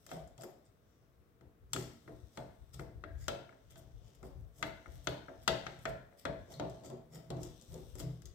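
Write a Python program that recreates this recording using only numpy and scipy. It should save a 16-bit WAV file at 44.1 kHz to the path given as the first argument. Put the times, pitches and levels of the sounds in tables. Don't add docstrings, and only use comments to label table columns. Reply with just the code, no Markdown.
import sys
import numpy as np
from scipy import signal
from scipy.fft import rfft, irfft
from scipy.io import wavfile
from scipy.ndimage import uniform_filter1d

SR = 44100
rng = np.random.default_rng(int(sys.argv[2]) if len(sys.argv) > 2 else 0)


def natural_amplitude(level_db):
    exponent = np.asarray(level_db, float) / 20
    return 10 ** exponent


def unload_audio(sound):
    columns = np.transpose(np.atleast_2d(sound))
    steps = np.round(np.clip(columns, -1, 1) * 32767)
    wavfile.write(sys.argv[1], SR, steps.astype(np.int16))


N = 367794


def evened(x):
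    return x / np.sqrt(np.mean(x ** 2) + 1e-20)


def peaked(x):
    return x / abs(x).max()


def read(points, hz):
    f, value = np.transpose(points)
    return np.interp(np.log(hz + 1), np.log(f + 1), value)


def along(rows, column):
    rows = np.transpose(rows)
    return np.interp(np.arange(N) / SR, rows[0], rows[column])


def add(mix, s, sound):
    part = mix[:, round(s * SR):][:, :sound.shape[1]]
    part += sound[:, :part.shape[1]]


def noise(count):
    return rng.standard_normal((2, count))


def coloured(x, points):
    count = x.shape[-1]
    gain = natural_amplitude(read(points, np.fft.rfftfreq(count, 1 / SR)))
    return irfft(rfft(x) * gain, count)


# (frequency [Hz], correlation)
LIKENESS = [(40, 0.085), (130, 0.67), (300, 0.85), (640, 0.28), (1400, 0.048), (3000, 0.021),
            (16000, 0.008)]
# (frequency [Hz], left minus right [dB])
BALANCE = [(60, 4.5), (110, 3.5), (200, -2.5), (380, 3.5), (700, 0), (1290, 5), (2380, 5), (4400, 6),
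           (8120, 2), (15000, 2)]


def ported(pair):
    (a, b), hz = rfft(pair), np.fft.rfftfreq(pair.shape[1], 1 / SR)
    same = np.clip(read(LIKENESS, hz), -1, 1)
    balance = natural_amplitude(read(BALANCE, hz) / 2)
    left = a * balance
    right = (same * a + np.sqrt(1 - same ** 2) * b) / balance
    return irfft([left, right], pair.shape[1])


def patchy(x, patchy_db, size):
    hz, t, z = signal.stft(x, SR, nperseg=512)
    patches = rng.standard_normal(z.shape[1:])
    patches = uniform_filter1d(patches, size=10, axis=0)
    patches = evened(uniform_filter1d(patches, size=size, axis=1))
    return evened(signal.istft(z * natural_amplitude(patchy_db * patches), SR, nperseg=512)[1][:, :N])


def swells(rows, column, rise, rest):
    power, t = rest ** 2 * np.ones(N), np.arange(N) / SR
    for row in rows:
        peak_s, length_s = row[0], row[-1]
        near = slice(max(round((peak_s - 4 * length_s) * SR), 0), round((peak_s + 12 * length_s) * SR))
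        u = (t[near] - peak_s) / length_s
        shape = np.where(u < 0, -2 * (u / rise) ** 2, -2 * np.maximum(u, 0) ** 1.1)
        power[near] += natural_amplitude(2 * row[column]) * np.exp(shape)
    return np.sqrt(power)


def ring(modes, count, spread_db):
    hz, width, db = np.transpose(modes)[:, :, None]
    t = np.arange(count) / SR
    db = db + spread_db * rng.standard_normal((2, len(modes), 1))
    decay = np.exp(-np.pi * width * t)
    return (natural_amplitude(db) * width * decay * np.sin(2 * np.pi * hz * t)).sum(1)


# (frequency [Hz], width [Hz], level before weighting by width [dB])
METAL = [(860, 52, -53), (1269, 60, 4), (1372, 72, 4), (1370, 90, -30), (1830, 240, -60), (2090, 81, -1.5),
         (2620, 99, -5), (2850, 170, -12), (3216, 48, 2.5), (3410, 26, 6), (3590, 55, -14.5),
         (4060, 510, 0), (5180, 150, -38), (5490, 100, 2), (6320, 148, 5)]


def knock(soft, rise):
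    modes = [(hz, width, db + read(soft, hz)) for hz, width, db in METAL]
    return peaked(ring(modes, count=len(rise), spread_db=2.5) * rise)


# (frequency [Hz], relative level per Hz [dB])
LOOSE_PARTS = [(530, -29), (900, -1), (1060, -23), (1360, -1.5), (2080, -8), (2340, -13), (3210, -11),
               (4120, -10.5), (4540, -10), (7710, -36), (9000, -31), (11700, -63), (19800, -120)]


def clatter(soft, rise, t):
    rattle = coloured(coloured(noise(len(t)), LOOSE_PARTS), soft)
    return peaked(rattle * rise * np.exp(-t / 0.0066))


# (frequency [Hz], relative level per Hz [dB])
TIP = [(2500, -41), (4000, -25), (5000, 6), (6000, 2), (7400, 11.5), (8900, 0.5), (10500, -4),
       (13500, -1.5), (16500, -14.5)]


def tick(t):
    snap = np.exp(-t / 0.0012)
    scrape = 0.61 * np.exp(-t / 0.0076)
    return peaked(coloured(noise(len(t)), TIP) * (snap + scrape))


# (time [s], knock peak [dB], desk boom against peak before its common cut [dB],
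# tick against peak [dB], hardness, from which the upper modes' level is worked out [dB])
BLOWS = [(0.0651, -52.5, -6, 13.5, -15), (0.0909, -47.5, -9, -14, -12), (0.1146, -37.5, -2.5, -7, -17.5),
         (0.2756, -64.5, -18, 12.5, -26), (0.379, -54, 0, 4, -8), (0.4104, -53.5, 2, 10.5, -10),
         (0.4204, -60, 8, 20, -19), (0.4347, -46, 1.5, 4.5, -20), (1.4099, -59.5, 3, -7, -20),
         (1.733, -27, -24, 7, -7.5), (1.748, -40, 2.5, -17, -23), (1.7624, -31, -11.5, -5, -15.5),
         (2.077, -46.5, 1.5, -38, -26), (2.373, -34.5, -4.5, -8.5, -16.5), (2.742, -53.5, -1, 3, 3),
         (2.7943, -37.5, -2, -12, -24), (3.0381, -38, -8, -39, -22.5), (3.2816, -23.5, -10, -4.5, -12),
         (3.3478, -47.5, -3, -8, -15), (3.492, -49, -8.5, -21, -43), (3.5246, -53, -7, -27, -38),
         (3.7569, -49.5, -5.5, -4, -12), (4.2294, -50, 5, -0.5, -26), (4.6264, -23, -14, -11.5, -16),
         (4.8584, -43.5, -7.5, -30, -34), (5.071, -23, -10, -13, -11.5), (5.2833, -42, -3, -38, -39),
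         (5.4775, -14.5, -13.5, -8.5, -10.5), (5.666, -29, -17.5, -19, -16), (5.7905, -87, -12, 35, -6),
         (5.8539, -25.5, -9, -14, -22), (6.125, -60.5, -1.5, -29, -28), (6.2526, -27, -6.5, -11.5, -19),
         (6.5974, -36.5, 5.5, -11, -12.5), (6.6974, -56.5, 7, 12.5, 8), (6.8996, -54.5, 14.5, 6.5, -7),
         (7.3032, -41.5, 6.5, -0.5, -4), (7.3679, -58, 15.5, 2, -2), (7.432, -48, -2.5, 12, 0),
         (7.4497, -61, 9.5, 9, 1), (7.613, -63, 0.5, 19, 6), (7.622, -63.5, -3, 16, 7),
         (7.742, -55, 7, 10, 6), (7.9535, -54, 6.5, 10.5, -11), (8, -42.5, 1, 7.5, -5),
         (8.013, -55, 5, 2, -16), (8.22, -55.5, -8, 5.5, -9), (8.2562, -55.5, -11, 15.5, 12)]


def blows():
    beamed, spread, desk = np.zeros((2, N)), np.zeros((2, N)), np.zeros((2, N))
    t = np.arange(SR // 4) / SR
    short = t[:4000]
    rise = 1 - np.exp(-short / 0.00056)
    swell = (1 - np.exp(-t / 0.0078)) * np.exp(-t / 0.036)
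    jolt = 0.74 * np.exp(-t / 0.0042)
    for s, peak_db, boom_db, tick_db, hard_db in BLOWS:
        soft = [(2200, 0.0016), (2900, hard_db + 12.5), (7000, 1.33 * hard_db + 10.5)]  # (Hz, dB)
        level = natural_amplitude(peak_db)
        add(beamed, s, level * knock(soft, rise))
        add(spread, s, level * (0.72 * clatter(soft, rise, short) + natural_amplitude(tick_db) * tick(short)))
        add(desk, s, natural_amplitude(peak_db + boom_db - 5.5) * noise(len(t)) * (swell + jolt))
    return beamed, spread, desk


# (frequency [Hz], left minus right [dB])
HOUSING = [(500, 3), (1100, 10), (3500, 12), (6500, 6), (14000, 7)]


def shaded(x):
    left = coloured(x[0], [(hz, db / 2) for hz, db in HOUSING])
    right = coloured(x[1], [(hz, -db / 2) for hz, db in HOUSING])
    return np.array([np.roll(left, shift=3), right])


def shaken(modes, drive):
    body = ring(modes, count=8000, spread_db=1.03)
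    return ported(signal.fftconvolve(drive, body / np.linalg.norm(body[0]), axes=1)[:, :N])


# (frequency [Hz], width [Hz], level before weighting by width [dB])
DESK = [(238.4, 8.3, 0), (312.3, 15, 4.5), (374.3, 36.7, 1), (449, 54, -1.5), (501, 31.5, -1.5),
        (566.7, 45, 0), (600, 110, 0.5), (654, 16, 8), (667, 28, -24.5), (856, 45, -10.5), (916, 47, -19)]
# (time [s], upper modes against lower [dB])
SEAT = [(0, 7), (.4, 8), (1.7, -8.5), (2.1, -7.5), (2.4, 10), (2.85, -6.5), (3.3, 7), (4.3, -5), (4.65, 4),
        (5.1, 5), (5.5, 9), (6.3, 10.5), (6.6, 5.5), (6.9, -3.5), (7.32, -1.5), (7.5, -10.5), (7.78, -13),
        (8.04, -10), (8.34, -18)]


def desk_top(drive):
    upper = natural_amplitude(along(SEAT, column=1) / 2)
    return shaken(DESK[:5], drive / upper) + shaken(DESK[5:], drive * upper)


# (time [s], frequency [Hz], level before blur and port balance [dB], t60 [s], blur [Hz])
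SHAFT = [(.115, 669, -39.5, 0.3, 182), (.385, 688, -52.5, .5, 129), (.434, 670, -51, 0.18, 130),
         (.39, 12700, -70, 0.12, 60), (0.438, 12750, -52.5, 0.081, 60), (0.653, 8230, -71, 0.13, 300),
         (1.734, 7200, -42, 0.026, 100), (3.037, 1620, -57, 0.53, 121), (6.54, 4200, -52, 0.06, 600)]


def shaft():
    out, t = np.zeros((2, N)), np.arange(SR // 4) / SR
    for s, hz, db, t60, blur_hz in SHAFT:
        lowpass = [(blur_hz / 2, 0), (blur_hz, -20), (4 * blur_hz, -60)]
        blur = evened(coloured(noise(len(t) + 1), lowpass))[:, 1:]
        tone = natural_amplitude(db - 60 * t / t60) * (0.39 + blur) * np.sin(2 * np.pi * hz * t)
        add(out, s, natural_amplitude([[3], [-3]]) * tone)
    return out


# (peak time [s], coarser rustle [dB], fine hiss [dB], length [s])
STROKES = [(.13, -57, -61, 0.039), (.43, -65, -74, 0.036), (.665, -75.5, -92, 0.015),
           (.92, -83, -95, 0.073), (1.8, -55, -58, 0.05), (2.38, -71, -73, 0.055),
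           (2.745, -62, -59.5, 0.011), (2.81, -74, -66.5, 0.019), (3.23, -65, -67.5, 0.037),
           (3.715, -66.5, -65, 0.011), (3.785, -70, -63.5, 0.015), (4.08, -76.5, -82, 0.049),
           (4.155, -68.5, -71, 0.0071), (4.26, -74, -67.5, 0.026), (4.595, -68, -66, 0.036),
           (4.67, -76, -61, 0.014), (4.95, -74, -68.5, 0.038), (5.05, -74, -65, .015),
           (5.1, -76, -65, 0.037), (5.435, -75, -65.5, 0.014), (5.83, -80, -66, .015),
           (5.895, -63, -64.5, 0.017), (6.2, -68, -65, 0.021), (6.53, -56, -62.5, 0.024),
           (6.86, -57, -63, 0.018), (7.155, -59.5, -63.5, 0.027), (7.44, -62, -64.5, 0.04),
           (7.73, -70, -65, .035), (8.0, -55.5, -54.5, 0.017), (8.262, -62, -78, 0.0089)]
# (time [s], rustle [dB], hiss [dB])
GRIP = [(0.0, -78.5, -77), (0.35, -88, -86), (0.6, -90, -94), (1.74, -98, -95), (1.88, -77.5, -79),
        (3.09, -87, -89), (3.3, -81, -90), (4.0, -79, -90), (4.5, -88.5, -86), (4.85, -73, -82),
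        (5.3, -77.5, -84), (5.74, -67.5, -80.5), (6.05, -88, -87), (6.76, -71, -82.5), (7.0, -94, -88.5),
        (7.57, -71.5, -76.5), (7.9, -71, -72.5), (8.34, -84, -88)]
# (frequency [Hz], relative level per Hz [dB])
HISS = [(4120, -5), (7000, -8), (8090, 14), (9330, 5), (14200, 11), (15100, 9), (16000, -15)]
RUSTLE = [(600, -32), (1000, -57), (1310, 6), (1660, -17), (1960, 3.5), (2600, -13), (3100, -1), (3550, -1),
          (4100, -16), (4800, 1), (5500, 3), (6200, -2.5), (7000, 3), (8400, -9), (9500, -41), (12000, -69)]
PALM = [(1500, -13), (2200, -15), (3500, 0), (4500, -9), (5900, 1), (6900, -9.5), (8200, -9), (9500, -29),
        (12000, -43)]


def rubbing():
    happens = rng.random(N) < 5000 / SR
    slips = natural_amplitude(3.3 * np.minimum(rng.exponential(1, N), 4)) * happens
    slips = slips * noise(N)
    hiss_gain = swells(STROKES, column=2, rise=1, rest=natural_amplitude(along(GRIP, column=2)))
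    hiss = hiss_gain * evened(ported(coloured(slips, HISS)))
    rustle_gain = swells(STROKES, column=1, rise=1, rest=0)
    rustle = rustle_gain * patchy(ported(coloured(slips, RUSTLE)), patchy_db=3.5, size=40)
    palm = patchy(ported(coloured(slips, PALM)), patchy_db=1.5, size=30)
    return hiss + rustle + natural_amplitude(along(GRIP, column=1)) * palm


# (peak time [s], hollow boom before port balance [dB],
# noise driving the desk top's creak [dB], length [s])
PUSHES = [(.17, -47, -59.5, 0.05), (.41, -52, -72, 0.037), (1.17, -88, -83, .04), (1.44, -66, -79, 0.061),
          (1.79, -41, -63, 0.068), (2.11, -56.5, -64.5, 0.076), (2.42, -51, -61, 0.059),
          (2.8, -47, -71, 0.062), (2.98, -57.5, -71, .05), (3.32, -52, -71, 0.1),
          (3.82, -58.5, -70.5, 0.15), (4.07, -66, -72.5, 0.12), (4.26, -52, -56.5, 0.049),
          (4.38, -58, -73, 0.086), (4.65, -50, -58, 0.071), (4.97, -58, -70, 0.049),
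          (5.11, -44, -60.5, 0.066), (5.53, -44, -56, 0.064), (5.69, -54, -68, .04),
          (5.78, -53.5, -85, 0.039), (5.9, -48, -74, 0.082), (6.3, -46, -56, 0.043),
          (6.52, -60, -58, 0.056), (6.63, -43.5, -69, 0.086), (6.85, -70.5, -55, 0.047),
          (6.93, -48.5, -66, 0.075), (7.17, -48.5, -57.5, 0.057), (7.36, -40, -66, 0.076),
          (7.76, -48.5, -57, 0.063), (8.08, -36, -64.5, 0.062)]


def creak():
    return swells(PUSHES, column=2, rise=0.75, rest=natural_amplitude(-81.5)) * noise(N)


# (frequency [Hz], width [Hz], level [dB]; the highest mode's level comes from FAVOUR)
HOLLOW_MODES = [(117, 5, -24.5), (128.9, 3.5, 0), (163.6, 3.6, 0)]
# (time [s], highest mode against the one below [dB])
FAVOUR = [(0, 17), (.25, 8), (.4, -5.5), (4, -7), (4.5, -1), (5.2, -9), (5.75, 0), (5.9, -7.5), (6.52, 2),
          (6.93, -8.5), (7.17, 6), (7.36, -5), (7.76, 9), (8.08, -4.5), (8.34, -1)]


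def hollow():
    hz, width, db = np.transpose(HOLLOW_MODES)[:, :, None]
    steps = rng.standard_normal((len(HOLLOW_MODES), N))
    wander = np.sqrt(2 * np.pi * width / SR) * np.cumsum(steps, 1)
    wander = uniform_filter1d(wander, size=600, axis=1)
    level = natural_amplitude(db) * np.ones(N)
    level[-1] = level[-2] * natural_amplitude(along(FAVOUR, column=1))
    level /= np.sqrt((level ** 2).sum(0) / 2)
    boom = (level * np.sin(2 * np.pi * hz * np.arange(N) / SR + wander)).sum(0)
    return swells(PUSHES, column=1, rise=0.75, rest=natural_amplitude(-77)) * boom * natural_amplitude([[0.3], [-0.3]])


# (peak time [s], level before port balance [dB], length [s])
THUMPS = [(.14, -62, 0.034), (.25, -55, 0.075), (.46, -60, .03), (.7, -60, 0.014), (1.2, -59, .03),
          (1.36, -69, .03), (1.48, -58.5, .04), (1.66, -51, 0.036), (1.77, -50, 0.02), (2.07, -66, .03),
          (2.16, -53, .04), (2.25, -51.5, 0.027), (2.41, -72, .03), (2.5, -58, 0.05), (2.63, -50.5, 0.034),
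          (2.81, -48.5, 0.11), (2.98, -46, 0.034), (3.18, -42.5, 0.11), (3.32, -59, 0.032),
          (3.75, -54.5, 0.095), (3.88, -55.5, 0.07), (3.97, -46, 0.031), (4.06, -54, 0.046),
          (4.26, -55, 0.084), (4.41, -43, 0.061), (4.69, -53.5, 0.1), (4.9, -50.5, 0.03),
          (4.97, -48.5, 0.051), (5.13, -63, .05), (5.41, -52, 0.042), (5.8, -52, 0.036), (5.93, -60, .05),
          (6.31, -70, 0.01), (6.42, -52.5, 0.044), (6.6, -57.5, 0.14), (6.97, -66.5, .03),
          (7.3, -58.5, 0.066), (7.46, -48, 0.065), (7.72, -48.5, 0.043), (7.85, -57, 0.14),
          (8.01, -44.5, 0.097), (8.1, -51.5, 0.025), (8.28, -47.5, 0.042)]
# (frequency [Hz], relative level per Hz [dB])
HANDLING = [(15, -29), (30, -12), (45, -8.5), (65, -7), (95, -14), (125, -15), (200, -71.5)]


def handling():
    thumps = evened(ported(coloured(noise(N), HANDLING)))
    return swells(THUMPS, column=1, rise=0.96, rest=natural_amplitude(-84)) * natural_amplitude([[2.5], [-2.5]]) * thumps


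# (frequency [Hz], t60 [s])
ROOM = [(100, 0.87), (260, 0.39), (700, 0.52), (1800, 0.59), (4800, 0.46), (12800, 0.39)]
# (frequency [Hz], level [dB])
WET = [(100, 0), (700, -3), (1500, -4.5), (4000, -2), (8000, -8.5), (15000, -7)]


def room(x):
    out, turn = np.zeros((2, N)), np.arange(N) / SR * 2.3
    for k in range(3):
        taps = rng.choice([-1., 1.], (2, SR)) * (rng.random((2, SR)) < .1)
        taps = taps * (np.arange(SR) > .006 * SR)
        hz, t, z = signal.stft(taps, SR, nperseg=256)
        tail = signal.istft(z * natural_amplitude(-60 * t / read(ROOM, hz)[:, None]), SR, nperseg=256)[1]
        share = np.sqrt(2 / 3) * np.cos(np.pi * (turn + k / 3))
        out += signal.fftconvolve(x * share, tail / np.linalg.norm(tail[0]), axes=1)[:, :N]
    return ported(coloured(out, WET))


# (frequency [Hz], relative level per Hz [dB])
AIR = [(24, -19.5), (40, 2), (91, 2.5), (392, -10), (479, -4), (529, -22), (733, -19.5), (990, -21.5),
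       (1090, -15), (2500, -26.5), (4930, -33.5), (6020, -34), (10200, -36.5), (14800, -30), (16000, -29.5)]


def air():
    return natural_amplitude(-67) * evened(ported(coloured(noise(N), AIR)))


def scene():
    beamed, spread, shudder = blows()
    wide = desk_top(shudder + creak()) + shaft() + rubbing()
    to_walls = coloured(beamed, [(2300, -18.5), (3200, -9), (4400, 0.5), (5200, -7)])
    echoes = room(wide + spread + to_walls)
    return shaded(spread + beamed) + wide + echoes + hollow() + handling() + air()


# (frequency [Hz], level [dB])
MIC = [(22, -27), (45, -2.5), (15800, -1.5), (16600, -20), (17200, -60)]


def microphone(x):
    return coloured(x, MIC)


def top_cut(x):
    return signal.sosfilt(signal.butter(12, 16850, fs=SR, output="sos"), x)


def record(dry):
    mix = microphone(dry)
    return top_cut(mix)


dry = scene()
out = record(dry)
unload_audio(out)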